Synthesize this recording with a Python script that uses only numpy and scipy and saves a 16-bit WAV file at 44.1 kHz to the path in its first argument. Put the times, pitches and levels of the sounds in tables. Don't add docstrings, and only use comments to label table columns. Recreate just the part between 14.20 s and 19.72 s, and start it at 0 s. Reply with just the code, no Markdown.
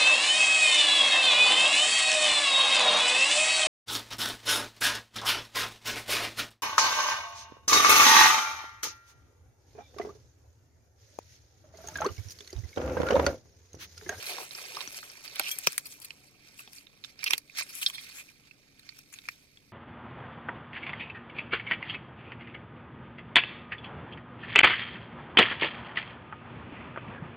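import sys
import numpy as np
from scipy import signal
from scipy.io import wavfile
from scipy.ndimage import uniform_filter1d

SR = 44100
rng = np.random.default_rng(int(sys.argv[2]) if len(sys.argv) > 2 else 0)


def to_wav(s):
    ch = np.atleast_2d(s).T
    pcm = np.round(np.clip(ch, -1, 1) * 32767)
    wavfile.write(sys.argv[1], SR, pcm.astype(np.int16))


def boost(x):
    u = np.asarray(x, float) / 20
    return 10 ** u


N = 243431
CREAK_S = .006

# pitch_hz [Hz], level_db [dB], t60_s [s to fall by 60 dB, before the damping factor of a blow]
BLADE = [(2320, -20, .2), (3284, -3, .075), (5841, -6, .075), (6939, -18, .1), (7380, 1, .045),
         (8969, -9, .07), (11000, -14, .04), (12800, -4, .17), (13880, -7, .08), (15510, -10, .05)]
STONE = [(3278, -7, .08), (3596, 0, .04), (4167, -10, .05), (4635, -18, .08), (5335, -14, .065),
         (9577, -20, .055)]
CHINK = [(5255, -12.5, 0.041), (6930, -3, .06), (8240, 6.5, 0.042), (10700, -1, 0.068), (12800, -1, 0.043)]


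def evened(x):
    return x / np.sqrt(np.mean(x ** 2) + 1e-20)


def read(points, hz):
    f, value = np.transpose(points)
    return np.interp(np.log(hz + 1), np.log(f + 1), value)


def add(mix, start_s, sound, pan_db):
    part = mix[:, round(start_s * SR):][:, :sound.shape[1]]
    sides = boost(np.array([[.5], [-.5]]) * pan_db)
    part += (sound * sides)[:, :part.shape[1]]


def ringing(x, hz, width_hz):
    r = np.exp(-np.pi * width_hz / SR)
    return signal.lfilter([1 - r], [1, -2 * r * np.cos(2 * np.pi * hz / SR), r * r], x)


def tilted(x, bright_db):
    body = signal.sosfilt(signal.butter(3, [1100, 6000], "bandpass", fs=SR, output="sos"), x)
    treble = signal.sosfilt(signal.butter(2, [6500, 14500], "bandpass", fs=SR, output="sos"), x)
    return evened(body) + boost(bright_db) * evened(treble)


def paired(size):
    noise = rng.standard_normal(size)
    return np.array([noise, np.roll(noise, rng.integers(-8, 9))])


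def stirring():
    # time_s [s], leaf_crackle_db [dB], dry_fizz_db [dB], soil_crumble_db [dB]
    stir = [(0.0, -46.5, -47, -57.5), (0.105, -45.5, -45, -50.5), (0.22, -48.5, -53, -46),
            (0.289, -58.5, -54, -67.5), (0.35, -52, -48.5, -57), (0.594, -50, -50.5, -54),
            (0.713, -54.5, -49, -60.5), (1.0, -57, -57.5, -64), (1.137, -53.5, -58, -62),
            (1.2, -46.5, -50, -57), (1.367, -54.5, -53, -64.5), (1.626, -65.5, -57, -68.5),
            (1.941, -67, -63.5, -68), (2.165, -69, -72.5, -72.5), (2.97, -69.5, -73.5, -73.5),
            (3.01, -51, -59.5, -66.5), (3.14, -57, -49, -56.5), (3.21, -75, -73.5, -74),
            (3.3, -66, -67.5, -73.5), (3.5, -60.5, -56.5, -69.5), (3.99, -57.5, -56, -70.5),
            (4.04, -67, -60, -72), (4.25, -70, -75, -76.5), (5.517, -72, -73, -78)]
    # peak_s [s], length_s [s], leaf_crackle_db [dB], dry_fizz_db [dB]
    rustles = [(0.473, 0.057, -63, -48), (0.773, 0.04, -46.5, -38.5), (1.051, 0.059, -52.5, -48),
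               (1.294, 0.11, -58.5, -38), (1.477, 0.21, -47, -45), (1.582, 0.084, -55.5, -46),
               (1.719, 0.088, -56.5, -43.5), (1.855, 0.087, -56, -57.5), (2.063, 0.13, -67.5, -62),
               (2.275, 0.16, -63, -64.5), (2.414, 0.22, -57.5, -56.5), (2.565, 0.11, -57.5, -50),
               (2.854, .06, -54, -56), (2.9, 0.074, -60, -62.5), (3.125, 0.12, -48, -47.5),
               (3.394, 0.063, -34, -43.5), (3.545, 0.1, -52, -46.5), (3.64, 0.11, -45.5, -42),
               (3.67, 0.087, -47.5, -41), (3.817, 0.093, -60.5, -50.5), (3.88, 0.2, -53, -73),
               (4.092, .1, -61.5, -64), (4.269, .08, -64, -75), (4.686, 0.21, -61.5, -68),
               (4.782, 0.12, -59, -55.5), (4.966, .18, -61.5, -60), (5.099, 0.36, -61.5, -61)]
    rise_share = 0.53
    edge_db, soil_db = -15, -23.5
    t = np.arange(0, N / SR + .002, .002)
    time_s, *levels = np.transpose(stir)
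    power = np.array([boost(np.interp(t, time_s, level_db)) ** 2 for level_db in levels])
    for peak_s, length_s, leaf_db, fizz_db in rustles:
        away = np.maximum((peak_s - t) / rise_share, (t - peak_s) / (1 - rise_share)) / length_s
        peak_db = np.array([[leaf_db], [fizz_db], [leaf_db + soil_db]])
        power += boost(peak_db + edge_db * np.minimum(away, 10)) ** 2
    return [np.interp(np.arange(N) / SR, t, gain) for gain in np.sqrt(power)]


def grains(low_hz, high_hz, per_s, spread_db, cycles, tilt, centre, clumps):
    out = np.zeros((2, N))
    for hz in np.geomspace(low_hz, high_hz, num=14):
        chance, size, side = rng.random((3, N))
        breaks = chance < clumps * per_s / 14 / SR
        train = breaks * np.sign(side - .5) * boost(-spread_db * np.log(size + .005))
        u = np.arange(int(6 * cycles * SR / hz) + 2) * hz / SR
        grain = u * np.exp(-u / cycles) * np.sin(2 * np.pi * u) * hz ** tilt
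        lean = abs(np.array([np.sin(2 * np.pi * side), np.cos(2 * np.pi * side)]))
        out += signal.oaconvolve(train * (lean + centre), grain[None], axes=1)[:, :N]
    return evened(out)


def patchy(x, spread_db):
    z = signal.stft(x, nperseg=256, noverlap=192)[2]
    field = rng.standard_normal(z.shape[:0:-1]).T
    field = uniform_filter1d(uniform_filter1d(field, size=3, axis=0), size=16, axis=1)
    z = z * boost(spread_db * evened(field))
    return evened(signal.istft(z, nperseg=256, noverlap=192)[1][:, :N])


def litter(leaf, dry_fizz, crumble):
    wander = uniform_filter1d(uniform_filter1d(rng.standard_normal(N), size=200), size=200)
    clumps = boost(3.5 * evened(wander))
    leaves = grains(1433, 6710, per_s=9000, spread_db=1.0, cycles=1.32, tilt=1.0, centre=0.075, clumps=clumps)
    fizz = grains(5520, 13500, per_s=26000, spread_db=5.5, cycles=1.2, tilt=1, centre=0.064, clumps=clumps)
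    soil = grains(375.4, 1337, per_s=460, spread_db=1.0, cycles=1.8, tilt=0.27, centre=0.37, clumps=clumps)
    return leaf * patchy(leaves, 2.57) + dry_fizz * patchy(fizz, 2.2) + crumble * soil


def air():
    # [dB per Hz, relative]
    colour = [(12, -33), (20, -4), (128, 3), (200, 0), (521, -9), (1050, -35), (1650, -19), (2310, -15),
              (2890, -29), (4280, -16.5), (6170, -23.5), (15200, -20.5), (16500, -79)]
    # pitch_hz [Hz], likeness [1 same, 0 unrelated, -1 opposite]
    likeness = [(60, 0.49), (180, 0.57), (550, 0.59), (1650, 0.78), (4970, -1), (15000, 0.34)]
    frames, hz = N // 256 + 5, np.fft.rfftfreq(1024, 1 / SR)
    a, b, c, d, patches = rng.standard_normal((frames, 513, 5)).T
    patches = evened(uniform_filter1d(uniform_filter1d(patches, size=10, axis=0), size=14, axis=1))
    same = np.clip(read(likeness, hz), -1, 1)[:, None]
    left, other = a + 1j * b, c + 1j * d
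    z = np.array([left, same * left + np.sqrt(1 - same ** 2) * other])
    z *= boost(read(colour, hz)[:, None] + 0.35 * patches)
    return boost(-67) * evened(signal.istft(z, nperseg=1024, noverlap=768)[1][:, :N])


def drone():
    # pitch_hz [Hz], width_hz [Hz], level_db [dB]
    bands = [(133.6, 12, -75.5), (207.8, 10, -84.5), (287.4, 27, -74)]
    return sum(boost(level_db) * evened(ringing(rng.standard_normal(N), pitch_hz, width_hz))
               for pitch_hz, width_hz, level_db in bands)


def scrape(length_s, level_db, bright_db, hum_hz):
    size = round(length_s * SR) + 300
    slips = boost(1.8 * evened(uniform_filter1d(rng.standard_normal(size), size=70)))
    grit = paired(size) * slips
    hum = ringing(np.diff(grit, prepend=0), hum_hz, 0.15 * hum_hz + 100)
    sound = tilted(grit, bright_db) + 1.72 * evened(hum)
    return boost(level_db) * evened(sound) * signal.windows.tukey(size, .6)


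def add_scrapes(mix):
    # start_s [s], length_s [s], level_db [dB], bright_db [dB, treble over body], hum_hz [Hz]
    scrapes = [(0.045, 0.079, -42.5, 10, 3780), (0.077, 0.065, -46, -27.5, 634),
               (0.17, 0.09, -47, 10.5, 730), (0.375, 0.014, -47, -3.5, 1550), (0.561, 0.07, -48, 1.5, 1060),
               (1.155, 0.01, -41.5, -8, 3670), (1.227, 0.063, -43.5, -13, 2680),
               (1.259, 0.037, -41, -12, 2950), (1.651, 0.017, -42.5, 7, 4660),
               (1.813, 0.015, -46.5, 9.5, 4660), (1.842, 0.01, -41, 13.5, 4340),
               (2.383, 0.025, -47.5, 11, 1260), (3.057, 0.025, -31.5, -6, 2770),
               (3.1, 0.0093, -33.5, -14, 5630), (3.112, 0.025, -39.5, -1, 2560),
               (3.369, 0.038, -38.5, 13.5, 4630), (3.483, 0.026, -48, 2.5, 5000),
               (3.528, 0.09, -44, 3, 10400), (3.61, 0.024, -33, 12, 3170), (3.686, 0.019, -45.5, 10, 1060),
               (3.726, 0.032, -46, 5, 3550), (3.767, 0.036, -53.5, -8, 3860),
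               (3.825, 0.026, -52, 7.5, 4170), (3.931, 0.089, -48, -1, 7450),
               (3.976, 0.043, -52.5, -5, 2400), (4.92, 0.025, -48.5, 1.5, 6900)]
    for start_s, *row in scrapes:
        add(mix, start_s, scrape(*row), pan_db=3.5)


def snap(level_db, ring_hz, bright_db, t60_s, ring_db):
    t = np.arange(2600) / SR - CREAK_S
    after = np.maximum(t, 0)
    burst = boost(-60 * after / max(t60_s, .004)) * (1 - np.exp(-(after / .0004) ** 2))
    fade = burst + 0.022 * np.exp(-abs(t) / 0.001)
    crack = paired(len(t)) * fade
    crack[:, fade.argmax()] += 2.9 * fade.max()
    width_hz = .16 * ring_hz + 200
    ring = ringing(ringing(np.diff(crack, prepend=0), ring_hz, width_hz), ring_hz, width_hz)
    sound = evened(tilted(crack, bright_db) + boost(ring_db) * evened(ring))
    return boost(level_db) * sound * np.sqrt(np.mean(fade ** 2)) / fade.max() / 2


def add_snaps(mix):
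    # [dB, left over right]
    snaps = [(0.0643, -29, 4155, -5, 1), (0.3087, -34.5, 3950, -18, -6), (0.35, -27, 5050, -23, 4),
             (0.451, -37, 4800, -26.5, -6), (0.5518, -32, 3860, -20, -2.5),
             (0.5676, -31.5, 4900, -18, -7.5), (0.606, -27, 3777, -21, -6),
             (0.6114, -29.5, 3760, -21.5, -3), (0.6749, -27.5, 5840, -18.5, 8.5),
             (0.7444, -32, 4670, -3, 8), (0.8274, -39, 4510, -11.5, 6), (0.899, -38, 5076, -30, 18),
             (1.04, -37.5, 7370, 6.5, 0.5), (1.0774, -38.5, 4520, -28, -18), (1.1568, -27.5, 3130, 14, -2),
             (1.1955, -9.5, 1490, 5, -4.5), (1.2136, -28.5, 3380, -27, 5), (1.2704, -40.5, 2964, -22.5, 0),
             (1.2901, -28, 2900, -17, -3.5), (1.3862, -18.5, 8400, 13.5, 6), (1.4668, -21.5, 4045, 9.5, 1),
             (1.4707, -6.5, 5230, -4, 8.5), (1.5209, -28, 9060, 0, 5), (1.5293, -29.5, 5140, 7, 9),
             (1.5792, -10.5, 9650, 5, 2), (1.6678, -32.5, 9300, 24.5, 8), (1.8009, -39.5, 10700, 16, 9.5),
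             (1.9053, -30, 2868, -33, -2), (2.286, -44.5, 4800, -5, 9), (2.378, -39.5, 8500, 5, 5),
             (2.392, -37, 2727, -22.5, 4.5), (2.4752, -38.5, 3220, -20.5, 5), (2.5315, -36, 5050, 6, 6),
             (2.583, -40, 4420, -8, -2.5), (2.668, -44.5, 3446, -24, -8.5),
             (2.8386, -43.5, 3630, -34.5, -27), (2.846, -30, 3560, -31, -2),
             (2.9906, -35.5, 4850, -26, -3.5), (3.0306, -29, 2350, -10, -3.5), (3.0405, -15, 4830, 8.5, -5),
             (3.1066, -16, 5530, 3, -11), (3.1335, -8, 3450, -2, -1.5), (3.1791, -19, 4360, 12.5, 3),
             (3.2968, -42, 2503, -3, 1), (3.3841, -22, 5715, 5.5, -8), (3.4097, -24, 4580, -30, 4),
             (3.4209, -30.5, 2490, -12.5, -3), (3.552, -27.5, 10700, 20, 9.5),
             (3.6282, -27, 3097, -18.5, -8), (3.6618, -19, 3690, -29.5, 12),
             (3.699, -28.5, 3216, -26.5, -3), (3.781, -34.5, 2290, -18.5, -6),
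             (4.31, -49, 2500, -26.5, -12.5), (4.594, -40.5, 3900, 5.5, 3), (4.69, -32, 4400, -9, -0.5),
             (4.7225, -49.5, 2375, -15, -1), (4.789, -34.5, 5460, 6.5, 0.5),
             (4.9389, -33.5, 6950, -18, 7.5), (4.987, -33.5, 3660, -24.5, 7), (5.0537, -42, 2320, -20, 7),
             (5.0786, -45, 2430, -29, -1.5), (5.0868, -21.5, 2500, -9.5, 10.5),
             (5.372, -42.5, 3330, -49, 8)]
    for crack_s, level_db, ring_hz, bright_db, pan_db in snaps:
        ring_db = -0.13 * (level_db + 10.5)
        add(mix, crack_s - CREAK_S, snap(level_db, ring_hz, bright_db, 0.012, ring_db), pan_db)


def ticks(leaf, count):
    low_hz, high_hz = 3000, 7000
    out, busy = np.zeros((2, N)), np.cumsum(np.sqrt(leaf))
    for when, size, pitch, side in rng.random((count, 4)):
        at = np.searchsorted(busy, when * busy[-1])
        level_db = 20 * np.log10(leaf[at]) + 12.5 - 3 * np.log(size + 0.1)
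        ring_hz = low_hz * (high_hz / low_hz) ** pitch
        tick = snap(level_db, ring_hz, bright_db=-1.5, t60_s=0.0067, ring_db=-8.5)
        add(out, at / SR, tick, pan_db=-3 * (2 * side - 1))
    return out


def ground_echo(x):
    t = np.arange(3000) / SR
    tail = rng.standard_normal((2, len(t))) * boost(-60 * t / 0.036) * (t > .0008)
    return signal.oaconvolve(x, tail / np.linalg.norm(tail[0]), axes=1)[:, :N]


def knock(level_db, hz, t60_s):
    t = np.arange(5000) / SR
    puff = rng.standard_normal(len(t)) * boost(-60 * t / max(t60_s, .004))
    puff[0] = 11.0
    sound = ringing(ringing(np.diff(puff, prepend=0), hz, 0.53 * hz), hz, 0.53 * hz)
    return boost(level_db) * np.array([sound, sound]) / abs(sound).max()


def add_knocks(mix):
    # [s, fade of the crumble, at least 0.004]
    knocks = [(.184, -28, 1008, -23, 0.023), (.569, -28, 1098, -16, 0.065), (.83, -34.5, 1640, -29, 0.024),
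              (.675, -46.5, 301.3, -12, 0.021), (1.196, -25.5, 790, -19, 0.049),
              (1.471, -21.5, 1193, -1, 0.027), (2.476, -48.5, 663, -13, 0.03),
              (3.134, -30.5, 980, -9, 0.013), (3.408, -37, 1060, -15.5, 0.047),
              (5.087, -30.5, 1360, -25.5, 0.0098)]
    # [dB, added to the weight]
    deeper = [(.36, -1.5), (0.126, -17)]
    for start_s, peak_db, pitch_hz, weight_db, t60_s in knocks:
        deep = sum(knock(peak_db + weight_db + ring_db, share * pitch_hz, t60_s) for share, ring_db in deeper)
        add(mix, start_s, knock(peak_db, pitch_hz, t60_s) + deep, pan_db=1.5)


def strike(modes, level_db, bright_db, damping):
    t = np.arange(9000) / SR
    sound = np.zeros((2, len(t)))
    for hz, mode_db, t60_s in modes:
        turn = 2 * np.pi * (hz * t + rng.random((2, 1)))
        octaves = np.log2(hz / 6000)
        sound += boost(mode_db + bright_db * octaves - 60 * t / (damping * t60_s)) * np.sin(turn)
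    return boost(level_db) * sound * np.minimum(t / 0.0007, 1)


def add_blows(mix):
    # start_s [s], what rings [its table of tones], level_db [dB],
    # bright_db [dB per octave], damping [factor on t60]
    blows = [(1.313, BLADE, -27.5, 0, 0.98), (1.817, BLADE, -52, 1, 1), (3.427, CHINK, -42, -2, 1.04),
             (3.662, STONE, -10.5, 5.5, 0.64), (3.747, STONE, -32.5, 6, 1.7), (3.788, STONE, -38, 6, 1.2)]
    for start_s, *row in blows:
        add(mix, start_s, strike(*row), pan_db=1.5)


def scene():
    leaf, dry_fizz, crumble = stirring()
    near = litter(leaf, dry_fizz, crumble) + ticks(leaf, count=120)
    add_scrapes(near)
    add_snaps(near)
    add_blows(near)
    near = signal.sosfilt(signal.butter(2, 300, "highpass", fs=SR, output="sos"), near)
    near += boost(-9) * ground_echo(near)
    add_knocks(near)
    return near + air() + drone()


def low_pass(x):
    return signal.sosfilt(signal.butter(12, 16990, fs=SR, output="sos"), x)


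def record(dry):
    # pitch_hz [Hz], gain_db [dB]
    right_port = [(300, 0.1), (700, -2), (1200, 2), (1700, 2), (2050, 7), (2370, 15), (2750, 7), (3400, 4),
                  (4600, 7.5), (5900, 3), (7000, -9), (8500, -4), (10000, 0.1), (15000, -16)]
    lag_s = 0.0002228
    hz = np.fft.fftfreq(4096, 1 / SR)
    log_gain = np.log(boost(read(right_port, abs(hz))))
    phase = -signal.hilbert(log_gain).imag - 2 * np.pi * hz * lag_s
    port = np.fft.ifft(np.exp(log_gain + 1j * phase)).real[:2048]
    heard = np.array([dry[0], signal.oaconvolve(dry[1], port)[:N]])
    heard = signal.oaconvolve(heard, signal.firwin(255, 16300, fs=SR)[None], "same")
    return low_pass(heard)


dry = scene()
out = record(dry)
to_wav(out)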